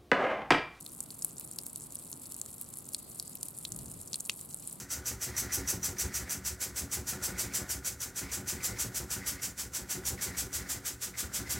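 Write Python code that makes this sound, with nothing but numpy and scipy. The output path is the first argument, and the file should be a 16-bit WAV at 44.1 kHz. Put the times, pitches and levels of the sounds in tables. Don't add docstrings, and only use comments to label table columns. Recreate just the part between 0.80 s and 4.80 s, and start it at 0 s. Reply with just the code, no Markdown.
import sys
import numpy as np
from scipy import signal
from scipy.fft import rfft, irfft
from scipy.io import wavfile

SR = 44100
rng = np.random.default_rng(int(sys.argv[2]) if len(sys.argv) > 2 else 0)


def file_out(sig):
    cols = np.atleast_2d(sig).T
    lim = np.clip(cols, -1, 1)
    pcm = np.round(lim * 32767).astype(np.int16)
    wavfile.write(sys.argv[1], SR, pcm)


N = 176400

TICK_TRIM_DB, LOWER_TRIM_DB = 1, 3
SLAP_DB, SLAP_HZ, SLAP_Q = -29.5, 1680, 1.0
# start_s, tick_level_db, tick_pitch_hz, tick_q, lower_level_db, lower_pitch_hz, lower_q
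LARGE_DROPS = [(0.0634, -24.5, 10100, 1.4, -36, 3950, 7.4), (0.205, -16, 8840, 5.2, -27.5, 6660, 3.6),
               (0.305, -29, 9700, 2.1, -36.5, 4420, 5.3), (0.3983, -34, 8500, 3, -45, 7000, 4),
               (0.423, -19.5, 7900, 3.3, -31.5, 5300, 5.3), (0.4276, -27, 9900, 6, -47, 7500, 4),
               (0.447, -8.5, 10400, 3, -21, 7660, 3.7), (0.5821, -25, 7800, 6.2, -59, 3600, 4),
               (0.597, -20, 12100, 2.1, -45, 7050, 4), (0.6106, -28.5, 8200, 0.92, -48, 2510, 1.5),
               (0.6485, -27.5, 9000, 7.1, -42, 7500, 4.3), (0.6756, -32, 11000, 5, -51, 7500, 4),
               (0.7138, -23, 9000, 5, -35, 7460, 4.4), (0.76, -30, 8800, 1.5, -33, 7100, 4.6),
               (0.787, -19, 10200, 2.8, -25.5, 4900, 4), (0.8348, -26.5, 9100, 3.2, -33, 7450, 4.3),
               (0.8657, -17, 9900, 1.3, -30, 7400, 4), (0.9311, -29, 10100, 10, -53, 7500, 4),
               (0.9595, -19.5, 9200, 4.3, -44, 3750, 2.3), (1.0084, -31, 9900, 4.7, -34, 7400, 4.5),
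               (1.0209, -25.5, 8550, 3.7, -37, 7400, 4), (1.0394, -28, 8400, 5.3, -42, 7000, 4),
               (1.1227, -25.5, 7150, 2.3, -36, 6160, 4.9), (1.155, -21.5, 9800, 9.3, -53, 3060, 2),
               (1.1892, -27, 8850, 8.7, -41, 7500, 4), (1.3156, -26, 10300, 4.4, -53, 7500, 4),
               (1.3286, -18.5, 6450, 2.3, -29.5, 5870, 4), (1.4573, -32.5, 9300, 2.1, -41.5, 4670, 4),
               (1.5214, -21.5, 9300, 1.2, -42, 6450, 4), (1.5438, -22, 8400, 3.9, -36, 7400, 4),
               (1.565, -26, 11000, 5.6, -37, 7500, 4), (1.589, -29, 8200, 4.4, -44, 7000, 4),
               (1.599, -28, 9600, 4, -48, 7500, 4), (1.6146, -13.5, 7600, 2.5, -27.5, 6300, 4),
               (1.661, -21, 7300, 0.93, -29.5, 6500, 4.6), (1.705, -30, 9850, 4, -48, 7500, 4),
               (1.813, -17.5, 11800, 2, -37, 7650, 5), (1.8224, -27.5, 8600, 4, -44, 7000, 4),
               (1.9387, -33, 10500, 8.6, -29.5, 7460, 4.4), (1.972, -24, 10000, 3.8, -39, 7500, 4),
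               (1.9861, -25.5, 10500, 7.8, -48, 7500, 4), (2.0895, -28, 9700, 7.4, -35, 6700, 4),
               (2.1348, -23.5, 10000, 4.4, -49, 5050, 4), (2.1465, -15.5, 8800, 5.4, -24, 4430, 4.3),
               (2.3981, -17, 9100, 2.7, -28, 4650, 5.4), (2.4259, -26.5, 10400, 8.7, -47, 4550, 4),
               (2.4778, -26.5, 8050, 4.6, -46, 6500, 4), (2.5542, -22, 11600, 6.8, -46.5, 2980, 1.5),
               (2.6304, -14.5, 8540, 1.5, -63, 4140, 4), (2.6557, -27, 10000, 4, -54, 2400, 2.2),
               (2.6851, -22, 10000, 5.1, -55, 4000, 4), (2.7767, -26.5, 8600, 4, -41, 7000, 4),
               (2.787, -24, 10040, 8.6, -44, 7500, 4), (2.851, -21, 7500, 0.75, -27, 3580, 4.7),
               (2.8531, -30, 7500, 3, -37, 4000, 18), (2.8905, -35, 8900, 4, -48, 7000, 4),
               (2.9206, -16, 7100, 2.4, -29, 5900, 4.5), (2.9634, -25, 10500, 6.5, -31.5, 7200, 3.7),
               (2.9894, -21, 7400, 1, -31, 6250, 4), (3.059, -27.5, 8900, 4.2, -55, 4170, 4),
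               (3.1156, -27.5, 9300, 5.2, -41, 7050, 4), (3.214, -26, 9050, 2.6, -46, 7500, 4),
               (3.2753, -27, 7650, 3.2, -39, 5940, 4), (3.3318, -15, 5900, 1.7, -35, 4900, 4),
               (3.3429, -19, 8600, 4.5, -24.5, 4250, 5.9), (3.3572, -18, 8850, 8.0, -43, 3050, 2.8),
               (3.4018, -24, 7450, 4.3, -46, 6000, 4), (3.4056, -17, 8550, 2.3, -28, 6500, 4),
               (3.4513, -26, 8650, 4, -38, 7000, 4), (3.4545, -32, 10300, 5.9, -34.5, 7100, 6.6),
               (3.4602, -25, 9200, 4, -45, 7500, 4), (3.4959, -33, 5500, 0.92, -17.5, 2810, 2.4),
               (3.497, -11.5, 6760, 1.1, -34, 3080, 3.6), (3.5037, -29, 8150, 2, -37, 4240, 3.2),
               (3.6118, -24, 8950, 3.1, -51, 7000, 4), (3.7375, -34, 8000, 2, -49.5, 4300, 3.4),
               (3.7444, -18.5, 8960, 7.1, -30, 7840, 6.2), (3.8745, -21.5, 9400, 8.6, -32, 7500, 4.4),
               (3.8969, -27, 8800, 4, -39, 7000, 5.8), (3.928, -24.5, 10000, 5.2, -34, 7700, 4.4)]
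def large_drops():
    out = np.zeros((2, N))
    for start_s, tick_db, tick_hz, tick_q, lower_db, lower_hz, lower_q in LARGE_DROPS:
        tick, lower = from_db(tick_db + TICK_TRIM_DB), from_db(lower_db + LOWER_TRIM_DB)
        slap = from_db(SLAP_DB) * np.hypot(tick / max(tick_q, 1), 2 * lower)
        hit = tick * ping(tick_hz, tick_q) - lower * ping(lower_hz, lower_q)
        hit += slap * ping(SLAP_HZ, SLAP_Q)
        add(out, start_s, to_microphones(hit))
    return out


DROPLETS_PER_S, GAP_SCATTER = 330, 0.5
DROPLET_DB, SIZE_SPREAD_DB, SIZE_CAP_DB = -39.5, 8, 7.5
DROPLET_HZ, PITCH_SPREAD_OCT, DROPLET_Q, LOW_CUT_HZ = 9300, 0.25, 4.4, 5300
def patter(spots=40, per_spot=400):
    out = np.zeros((2, N))
    quantiles = (np.arange(spots) + .5) / spots
    octaves = PITCH_SPREAD_OCT * rms_one(np.log(quantiles / (1 - quantiles)))
    low_cut = signal.butter(2, LOW_CUT_HZ, "high", fs=SR, output="sos")
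    for pitch_hz in DROPLET_HZ * 2 ** octaves:
        splash = signal.sosfilt(low_cut, to_microphones(ping(pitch_hz, DROPLET_Q)))
        gaps = 1 + GAP_SCATTER * rng.uniform(-1, 1, per_spot)
        times = (np.cumsum(gaps) - 2 - rng.random()) * spots / DROPLETS_PER_S
        times = times[(times > 0) & (times < N / SR)]
        size_db = np.minimum(SIZE_SPREAD_DB * rng.standard_normal(per_spot), SIZE_CAP_DB)
        for start_s, gain in zip(times, from_db(DROPLET_DB + size_db)):
            add(out, start_s, gain * splash)
    return out


def ping(pitch_hz, q, size=256):
    ring = signal.unit_impulse(size)
    for stage_q in (1, max(q, 1)):
        ring = signal.lfilter(*signal.iirpeak(min(pitch_hz, SR / 3), stage_q, SR), ring)
    return ring / np.abs(ring).max()


LEFT_LEAD_S, ECHO_DB, ECHO_S = 0.000015, -16, 0.000819
NEAR_DB, NEAR_T60_S, NEAR_DELAY_S = -6, 0.016, 0.00043
YARD_DB, YARD_T60_S = -20.5, 0.088
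def to_microphones(hit, size=4096):
    t = np.arange(size) / SR
    lead_samples = LEFT_LEAD_S * SR * rng.uniform(0.94, 1.4)
    since_arrival = np.arange(size) - 4 - np.array([[0], [lead_samples]])
    direct = np.sinc(since_arrival)
    echo = -from_db(ECHO_DB) * np.sinc(since_arrival - ECHO_S * SR)
    near = from_db(-60 * t / NEAR_T60_S) * np.clip(t / NEAR_DELAY_S - 1, 0, 1)
    yard = from_db(-60 * t / YARD_T60_S) * np.clip(t / NEAR_T60_S, 0, 1)
    decay = np.hypot(from_db(NEAR_DB) * rms_one(near), from_db(YARD_DB) * rms_one(yard)) / np.sqrt(size)
    shared, per_side = rng.standard_normal(size), rng.standard_normal((2, size))
    scatter = decay * (shared + per_side) / np.sqrt(2)
    return signal.fftconvolve(hit[None], direct + echo + scatter, axes=1)


# frequency_hz, gain_db
SPLASH_COLOUR = [(500, 18.5), (1250, 2), (1750, -8.5), (2100, -5), (2550, 1.5), (3050, -3.5), (3500, -0.5),
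                 (4400, 0.5), (6200, -4.5), (7300, -0.5), (9500, -0.5), (12000, 2), (13000, -2.5),
                 (15500, 3.5)]
def splashes(left_db=0.55):
    colour = from_db(per_bin(SPLASH_COLOUR))
    water = large_drops() + patter()
    return irfft(rfft(water) * colour, N) * from_db([[left_db], [0]])


# frequency_hz, relative_level_db
SPRAY_SPECTRUM = [(1500, -24), (2600, -15), (3400, -13.5), (4300, -8.5), (6100, -16), (7900, 1.5),
                  (10200, -0.5), (12000, -5), (13000, -3.5), (15500, -15)]
def spray(level_db=-55, flutter_db=4, flutter_hz=61.36):
    flutter_steps = np.arange(N) / SR * 2 * flutter_hz
    flutter = np.interp(flutter_steps, np.arange(N), rng.standard_normal(N))
    return from_db(level_db + flutter_db * flutter) * stereo_noise(SPRAY_SPECTRUM)


# start_s, length_s, pitch_hz, level_db
FROTH_WISPS = [(2.147, 0.19, 4400, -65), (2.397, 0.16, 4740, -61.5)]
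def froth(q=4):
    out = np.zeros((2, N))
    for start_s, length_s, pitch_hz, level_db in FROTH_WISPS:
        wisp = rng.standard_normal((2, SR // 4))
        for _ in range(2):
            wisp = signal.lfilter(*signal.iirpeak(pitch_hz, q, SR), wisp)
        wisp = rms_one(wisp)[:, :int(length_s * SR)]
        add(out, start_s, from_db(level_db) * wisp * np.hanning(wisp.shape[1]))
    return out


AIR_DB, SWELL_DB = -55, -49
SWELL_START_S, SWELL_RISE_S, SWELL_HOLD_S, SWELL_FALL_S = 2.825, 0.12, 0.071, 0.41
# frequency_hz, relative_level_db
AIR_SPECTRUM = [(20, -27), (33, -23), (48, -6), (62, -7.5), (90, -4.5), (150, 0.5), (195, -3), (265, -2.5),
                (420, -10), (750, -14.5), (1230, -16.5), (1650, -27), (3000, -33.5), (8000, -45)]
SWELL_SPECTRUM = [(20, -13), (48, -3), (70, -0.5), (110, 3), (190, 0.5), (330, -10), (600, -16.5),
                  (1500, -30), (5000, -70)]
def outdoor_rumble():
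    corners_s = np.cumsum([SWELL_START_S, SWELL_RISE_S, SWELL_HOLD_S, SWELL_FALL_S])
    swell = np.interp(np.arange(N) / SR, corners_s, [0, 1, 1, 0])
    air = from_db(AIR_DB) * stereo_noise(AIR_SPECTRUM)
    return air + from_db(SWELL_DB) * swell * stereo_noise(SWELL_SPECTRUM)


# frequency_hz, correlation (0 to 1)
PAIR_CORRELATION = [(60, 0.93), (150, 0.94), (350, 0.58), (700, 0.3), (1300, 0.27), (3000, 1), (9000, 0),
                    (15000, 0)]
def stereo_noise(spectrum):
    mid, side = rfft(rng.standard_normal((2, N))) * from_db(per_bin(spectrum))
    alike = per_bin(PAIR_CORRELATION)
    left_right = np.sqrt(1 + alike) * mid + np.sqrt(1 - alike) * side * [[1], [-1]]
    return rms_one(irfft(left_right, N))


def from_db(db):
    return 10 ** (np.asarray(db) / 20)


def rms_one(x):
    return x / np.sqrt(np.mean(x ** 2) + 1e-20)


def per_bin(table):
    table_hz, values = np.transpose(table)
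    bin_hz = np.arange(N // 2 + 1) * SR / N
    return np.interp(np.log(bin_hz + 1), np.log(table_hz), values)


def add(out, start_s, sound):
    i = int(np.clip(start_s * SR, 0, N - 1))
    out[:, i:i + sound.shape[1]] += sound[:, :N - i]


def scene():
    return splashes() + spray() + outdoor_rumble() + froth()


def record(dry, cutoff_hz=16000):
    return signal.sosfilt(signal.ellip(10, .2, 80, cutoff_hz, fs=SR, output="sos"), dry)


dry = scene()
out = record(dry)
file_out(out)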